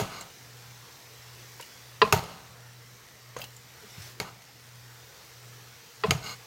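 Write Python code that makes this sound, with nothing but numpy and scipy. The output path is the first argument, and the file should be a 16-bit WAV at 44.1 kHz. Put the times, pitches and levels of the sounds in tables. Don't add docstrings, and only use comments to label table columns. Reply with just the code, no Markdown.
import sys
import numpy as np
from scipy import signal
from scipy.fft import rfft, irfft, next_fast_len
from scipy.io import wavfile
from scipy.ndimage import uniform_filter1d

SR = 44100
rng = np.random.default_rng(int(sys.argv[2]) if len(sys.argv) > 2 else 0)


def magnitude_from_level(level_db):
    exponent = np.asarray(level_db, float) / 20
    return 10 ** exponent


def unload_wav(signal):
    wavfile.write(
        sys.argv[1],
        SR,
        np.round(np.clip(np.atleast_2d(signal).T, -1, 1) * 32767).astype(np.int16),
    )


N = 284886


def evened(x):
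    return x / np.sqrt(np.mean(x ** 2) + 1e-20)


def read(points, hz):
    f, value = np.transpose(points)
    return np.interp(np.log(hz + 1), np.log(f + 1), value)


def add(mix, s, sound):
    at = round(s * SR)
    part = mix[max(at, 0):][:len(sound) + min(at, 0)]
    part += sound[max(-at, 0):][:len(part)]


def coloured(count, db_of_hz):
    size = next_fast_len(count)
    spectrum = rfft(rng.standard_normal(size))
    gain = magnitude_from_level(db_of_hz(np.fft.rfftfreq(size, 1 / SR)))
    return evened(irfft(spectrum * gain, size)[:count])


def band_db(f, hz, width):
    return -10 * np.log10(1 + ((f - hz) / width) ** 4)


def ring(t, hz, t60, rise_ms, spread):
    rise = rise_ms / 1000
    offset = np.linspace(-1, 1, 3)[:, None] * rng.uniform(0.39, 1.67, (3, 1))
    turns = hz * (1 + spread * offset) * (t - 1.489 * rise) + rng.random()
    cluster = magnitude_from_level(-8.0 * abs(np.sign(offset))) * np.sin(2 * np.pi * turns)
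    swell = (1 - np.exp(-t / rise)) ** 3
    return swell * magnitude_from_level(-60 * t / t60) * cluster.sum(0)


def blow(count, row, modes, crack_colour, crack_t60):
    s, crack_db, rattle_db, pitch, damping = row
    t = np.arange(SR // 2) / SR
    noise = coloured(len(t), lambda hz: read(crack_colour, hz)) * (1 - np.exp(-t / 0.00036))
    snap = magnitude_from_level(-1.5 - 60 * t / 0.0034)
    rattle = magnitude_from_level(rattle_db - 60 * t * damping / 0.19)
    crack = magnitude_from_level(crack_db) * noise * (snap + magnitude_from_level(-60 * t / crack_t60) + rattle)
    rings = 0
    for hz, t60, rise_ms, *db in modes:
        rings = rings + magnitude_from_level(db[count]) * ring(t, hz * pitch, t60 / damping, rise_ms, 0.027)
    tremor = evened(uniform_filter1d(uniform_filter1d(rng.standard_normal(len(t)), 250), 250))
    tremor_db = 2 * tremor * np.minimum(t / 0.021, 1)
    return s, crack + rings * magnitude_from_level(tremor_db)


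def spatula_blows():
    # t/s, crack/dB, rattle/dB, pitch factor, damping by the food (factor)
    blows = [
        (2.0166, -13.5, -22, 1.0, 1),
        (6.0362, -26, -12, 1.005, 1.1),
        (3.8300, -64, -14, .99, 1.37),
    ]
    # f/Hz, t60/s, rise/ms, then level/dB for each blow, as each lands on another spot
    modes = [(210, 0.2, 8.7, -28, -36, -49.5), (429.5, 0.053, 9.25, 3, -2, -25),
             (644, 0.19, 7.23, -27, -28.5, -58), (851, 0.11, 4.55, -21.5, -27.5, -60),
             (1019, 0.061, 6.5, -3.5, -12, -52), (1052, 0.18, 8, -16, -25.5, -70),
             (1190, 0.1, 1.36, -17.5, -43, -70), (1345, 0.07, 0.99, -20.5, -38, -70),
             (1650, 0.042, 1.77, -16, -38, -72), (1924, 0.039, 1.227, -19, -25, -70),
             (2557, 0.083, 4, -18.5, -29, -75), (2796, 0.052, 1.01, -19, -29, -75),
             (3330, 0.052, 1.2, -27, -30, -75), (3630, 0.04, 1.28, -23, -36, -75),
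             (4080, 0.055, 1.03, -22.5, -46, -77), (4480, 0.031, 1.25, -28, -45, -75),
             (4700, 0.044, 2.6, -18, -42, -75)]
    # f/Hz, level/dB per Hz
    crack = [(180, -34), (300, -11), (1150, 0.5), (2170, -8), (2790, -8.5), (4910, -11.5), (5700, -25),
             (14000, -46), (16000, -55)]
    return [blow(k, row, modes, crack, 0.041) for k, row in enumerate(blows)]


def tong_blows():
    # t/s, crack/dB, rattle/dB, pitch factor, damping by the food (factor)
    blows = [
        (-0.012, -14.5, -11.5, 0.99, 1.22),
        (2.1252, -8, -16, 0.99, 1.08),
        (4.2000, -23.5, -11.5, 1.01, 1.22),
        (6.1079, -12.5, -17, 1.006, 1.22),
    ]
    # f/Hz, t60/s, rise/ms, then level/dB for each blow, as each lands on another spot
    modes = [(419, 0.09, 4.3, -17.5, -15, -30.5, -28), (649.5, 0.11, 4.77, -23, -20.5, -47, -30),
             (760, 0.078, 6.6, -23, -15, -37, -24), (927, 0.16, 6.9, -28.5, -20, -37, -33),
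             (1250, 0.036, 1.15, -13, -10.5, -28, -19.5), (1507, 0.053, 1.81, -32, -18, -37.5, -28),
             (2170, 0.06, 0.84, -29, -25, -27, -21.5), (2390, .05, 1.26, -28, -29, -34, -20),
             (2700, 0.026, 0.75, -26, -15.5, -33, -16), (3050, 0.028, 0.662, -28, -25, -46, -17.5),
             (3770, 0.025, 0.883, -26, -26, -32, -35), (4300, 0.021, 0.665, -14, -26, -23, -27),
             (4770, 0.043, 0.763, -20, -35, -32, -21), (5370, 0.032, 0.82, -30, -18, -38, -28),
             (6560, 0.031, 0.797, -30, -26, -40, -17), (7450, 0.019, 0.64, -32, -37, -44, -26),
             (8500, 0.024, .8, -32, -33, -37, -25)]
    # f/Hz, level/dB per Hz
    crack = [(180, -43), (330, 0.5), (1210, -5), (5340, -12), (6000, -12.5), (6620, -6.5), (8090, -20.5),
             (13500, -17.5), (16000, -29)]
    return [blow(k, row, modes, crack, 0.0091) for k, row in enumerate(blows)]


def thud(s, db, hz):
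    t = np.arange(SR // 2) / SR
    t60, rise_ms = 0.072, 7.7
    knock = ring(t, hz, t60, rise_ms, 0.15)
    grate = magnitude_from_level(-24.5) * ring(t, hz, 0.29, 2 * rise_ms, 0.119)
    stove = magnitude_from_level(-8) * ring(t, 107, 1.2 * t60, 1.15 * rise_ms, .1)
    shove = magnitude_from_level(-24) * ring(t, 61, 0.19, 9, .4)
    return s, magnitude_from_level(db) * (knock + grate + stove + shove)


def stove_thuds():
    # t/s, level/dB, f/Hz
    jolts = [(0.004, -16, 124), (0.012, -21, 190), (2.024, -20.5, 168), (2.128, -9.5, 125),
             (2.155, -16, 171.7), (3.364, -44, 220), (3.832, -42, 210), (3.974, -28.5, 153),
             (3.994, -27.5, 112), (4.203, -24.5, 167.4), (6.046, -23.5, 168), (6.079, -9.5, 160),
             (6.112, -13, 126), (6.14, -17, 152), (6.44, -46, 110)]
    return [thud(*row) for row in jolts]


def clink(s, ring_db, hz, t60, tick_db):
    t = np.arange(SR // 5) / SR
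    tick_hz = np.sqrt(hz * 4500)
    blur = .032 * (1 + (hz / 11000) ** 4)

    def tick_colour(f):
        touch_db = -5.0 * np.log2((f + 1) / tick_hz) ** 2
        hinge_db = -4.0 * np.log2(13500 / tick_hz) ** 2 - 60 * np.log2((f + 1) / 13500) ** 2
        return np.maximum(touch_db, hinge_db)

    tick = coloured(len(t), tick_colour) * (1 - np.exp(-t / 0.00073)) * magnitude_from_level(-60 * t / 0.039)
    chatter = coloured(len(t), lambda f: band_db(f, hz, blur * hz))
    chatter = chatter * (1 - np.exp(-t / 0.00063)) * magnitude_from_level(-60 * t / t60)
    tone = magnitude_from_level(-2.5 - 14 * (hz / 13000) ** 2) * ring(t, hz, 0.65 * t60, 0.597, blur)
    return s, magnitude_from_level(ring_db) * (tone + magnitude_from_level(-5.5) * chatter) + magnitude_from_level(tick_db) * tick


def tong_clinks():
    # t/s, ring/dB, f/Hz, t60/s, tick/dB
    touches = [(0.2089, -31, 7270, .04, -41), (0.2095, -43, 8100, .03, -43), (1.5972, -36, 933, 0.038, -43),
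               (1.602, -40, 497, 0.036, -41), (1.609, -44, 7350, .045, -39),
               (1.6245, -33.5, 2890, 0.033, -42), (2.1267, -33, 13500, .22, -26),
               (2.236, -45, 5000, .08, -44), (3.3643, -30, 1050, 0.031, -40),
               (3.3647, -25.5, 486, .04, -35), (3.366, -44, 6420, .16, -45), (3.387, -40, 6300, .04, -41),
               (3.394, -33, 600, .024, -40), (3.403, -41, 14000, 0.27, -48), (3.416, -35, 2700, 0.08, -36),
               (3.4173, -37, 4940, .05, -50), (3.417, -39, 3170, 0.079, -48), (3.440, -44, 2930, .1, -36),
               (3.5638, -44.5, 7370, .1, -47), (3.905, -46, 5700, .06, -51), (4.02, -46, 5250, .08, -43),
               (4.229, -34, 900, 0.018, -46), (4.4194, -49, 4000, .02, -48.5), (6.44, -44, 1100, .05, -46)]
    return [clink(*row) for row in touches]


def slide(s, level_db, tilt_db, fill_db):
    # f/Hz, width/Hz, level/dB
    resonances = [(485, 54, -6), (796, 28, -19), (1270, 170, 4), (1490, 31, 5.5), (2166, 150, 1.5),
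                  (2820, 95, 3), (4260, 240, 2.5), (4780, 220, -4.5), (6540, 160, 2), (7350, 190, -37),
                  (13300, 1600, -6)]
    # f/Hz, level/dB per Hz
    food_colour = [(88, -10), (150, 2), (321, -13), (745, -1), (1760, -13.5), (2870, -8), (10000, -21.5),
                   (13700, -27), (16000, -33)]
    size = 2 ** 15
    t, hz = s[0] + np.arange(size) / SR, np.fft.rfftfreq(size, 1 / SR)
    slips, wet, grip = rng.standard_normal((3, size))
    quick_grip = evened(uniform_filter1d(grip, 120))
    slow_grip = evened(uniform_filter1d(grip[::-1], 700))
    grip = magnitude_from_level(1.8 * quick_grip + 1.24 * slow_grip)
    body = sum(magnitude_from_level(db) / (1 + 2j * (hz - f) / width) for f, width, db in resonances)
    metal = evened(irfft(rfft(slips * grip) * body / (1 + (hz / 8500) ** 4) ** 0.69))
    food = evened(irfft(rfft(wet * grip) * magnitude_from_level(read(food_colour, hz))))
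    fill = magnitude_from_level(fill_db)
    sound = (metal + fill * food) / np.sqrt(1 + fill ** 2)
    low = irfft(rfft(sound) / (1 + (hz / 2000) ** 4))
    sound = low + (sound - low) * magnitude_from_level(1.77 * tilt_db)
    ends = np.clip(np.minimum(t - s[0], s[-1] - t) / .01, 0, 1)
    return s[0], sound * magnitude_from_level(np.interp(t, s, level_db)) * ends


def slump(s, hold, db, fall_db_per_s):
    fade_db = 23
    times = s + np.array([0, hold, hold + fade_db / fall_db_per_s])
    return slide(times, db - np.array([0, 0, fade_db]), tilt_db=-3, fill_db=4.5)


def noodle_slumps():
    # start t/s, hold/s, level/dB, fall/(dB per s)
    falls = [
        (0.0, 0.024, -34.5, 76),
        (2.031, 0.015, -33.5, 155),
        (2.13, 0.037, -33, 120),
        (2.23, 0.062, -43.5, 62),
        (3.366, 0.046, -45.5, 170),
        (4.205, 0.012, -44, 96),
        (6.045, .11, -39, 114),
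    ]
    return [slump(*row) for row in falls]


def scrape(s, length, db, tilt_db):
    times = s + np.array([0, 0.36 * length, length, length + 0.023])
    return slide(times, db + np.array([-8, 0, -4, -25]), tilt_db, fill_db=-6.5)


def tong_scrapes():
    # start t/s, length/s, level/dB, brightness/(dB per octave)
    drags = [
        (.11, 0.12, -39.5, -1.5),
        (4.229, 0.062, -41, -7),
        (6.222, 0.12, -40, 2),
    ]
    return [scrape(*row) for row in drags]


def room(x):
    # f/Hz, t60/s
    decay = [(100, 0.64), (400, 0.76), (1000, 0.43), (3000, 0.33), (8000, 0.38), (15000, 0.2)]
    # f/Hz, level/dB
    send = [(100, 0), (450, -7), (1000, -0.5), (4000, -4.5), (12000, 0)]
    taps = np.zeros(SR)
    at = np.arange(200, SR - 20, 20)
    taps[at + rng.integers(0, 20, len(at))] = rng.choice([-1., 1.], len(at))
    hz, t, z = signal.stft(taps, SR, nperseg=256)
    fade_db = read(send, hz)[:, None] - 60 * t / read(decay, hz)[:, None]
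    tail = signal.istft(z * magnitude_from_level(fade_db), SR, nperseg=256)[1]
    return signal.fftconvolve(x, tail / np.linalg.norm(tail))[:N]


def sizzle():
    # t/s, level/dB
    liveliness = [(0.3, 2), (1.0, 2), (1.562, 3.5), (1.95, 2), (2.55, -0.5), (3.3, -.3), (3.6, -0.2),
                  (3.856, 2), (4.07, 7.5), (4.17, -.8), (4.4, -1.5), (4.59, -0.6), (4.948, 1.2), (5.144, 2),
                  (6.0, 1.5), (6.46, 1.9)]
    # f/Hz, level/dB per Hz
    air_colour = [(15, -56), (25, -25), (64, -8), (120, 3), (175, -14), (270, -18.5), (451, -13),
                  (545, -16), (887, -14), (1890, -15), (2760, -19.5), (5730, -17.5), (9840, -29),
                  (14000, -25), (16000, -28)]
    s, lively_db = np.transpose(liveliness)
    frames, hz = N // 256 + 5, np.fft.rfftfreq(1024, 1 / SR)
    t = np.arange(frames) * 256 / SR
    a, b, patches = rng.standard_normal((frames, 513, 3)).T
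    patches = evened(uniform_filter1d(uniform_filter1d(patches, 5, 0), 20, 1))
    hiss = np.clip(np.log2((hz + 1) / 1200), 0, 1)[:, None]
    body = 1 - hiss
    stirred = (hz > 220)[:, None]
    drift_db = (hiss + body * 0.64) * np.interp(t, s, lively_db) + body * -1.37
    without_hum = [p for p in air_colour if abs(p[0] - 120) > 20]
    colour_db = read(without_hum, hz)[:, None]
    spectrum = (a + 1j * b) * magnitude_from_level(colour_db + stirred * drift_db + 1.76 * patches)
    air = signal.istft(spectrum, nperseg=1024, noverlap=768)[1][:N]
    air = signal.sosfilt(signal.butter(4, 52, "high", fs=SR, output="sos"), air)
    pop_db = 4.8 * np.minimum(rng.exponential(1, N), 4)
    pops = (rng.random(N) < 300 / SR) * rng.choice([-1, 1], N) * magnitude_from_level(pop_db)
    pops = signal.sosfilt(signal.butter(2, [1500, 9000], "band", fs=SR, output="sos"), pops)
    return magnitude_from_level(-51.5) * evened(air) + magnitude_from_level(-67.0) * evened(pops)


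def hum():
    # f/Hz, rms level/dB
    motors = [(119.97, -57), (121.4, -56)]
    # f/Hz, width/Hz, rms level/dB
    rumbling = [(125, 12, -67.5), (483, 14, -71.5), (449, 13, -75.5), (1990, 140, -73)]
    t = np.arange(N) / SR - 3.075
    tones, rumbles = np.zeros(N), np.zeros(N)
    for k, (hz, db) in enumerate(motors):
        tones += (-1) ** k * np.sqrt(2) * magnitude_from_level(db) * np.sin(2 * np.pi * hz * t)
    for hz, width, db in rumbling:
        rumbles += magnitude_from_level(db) * coloured(N, lambda f: band_db(f, hz, width))
    return magnitude_from_level(-2.2) * tones + rumbles


def scene():
    near = np.zeros(N + SR // 10)
    sounds = spatula_blows() + tong_blows() + stove_thuds() + tong_clinks()
    sounds += noodle_slumps() + tong_scrapes()
    for s, sound in sounds:
        add(near, s + 1 / 20, sound)
    wet = near[:N] + magnitude_from_level(-18.5) * room(near)
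    pot = np.append(wet[SR // 20:], np.zeros(SR // 20))
    return (pot + sizzle() + hum())[None]


def roll_off(x):
    return signal.sosfilt(signal.butter(12, 16680, fs=SR, output="sos"), x)


def record(dry):
    cut = signal.sosfilt(signal.butter(2, 28, "high", fs=SR, output="sos"), dry)
    cut = cut / (1 + (cut / 0.86) ** 4) ** (1 / 4)
    band_limit = signal.firwin(511, 16150, window=("kaiser", 9), fs=SR)
    cut = signal.oaconvolve(cut, band_limit[None], "same")
    return roll_off(cut)


dry = scene()
out = record(dry)
unload_wav(out)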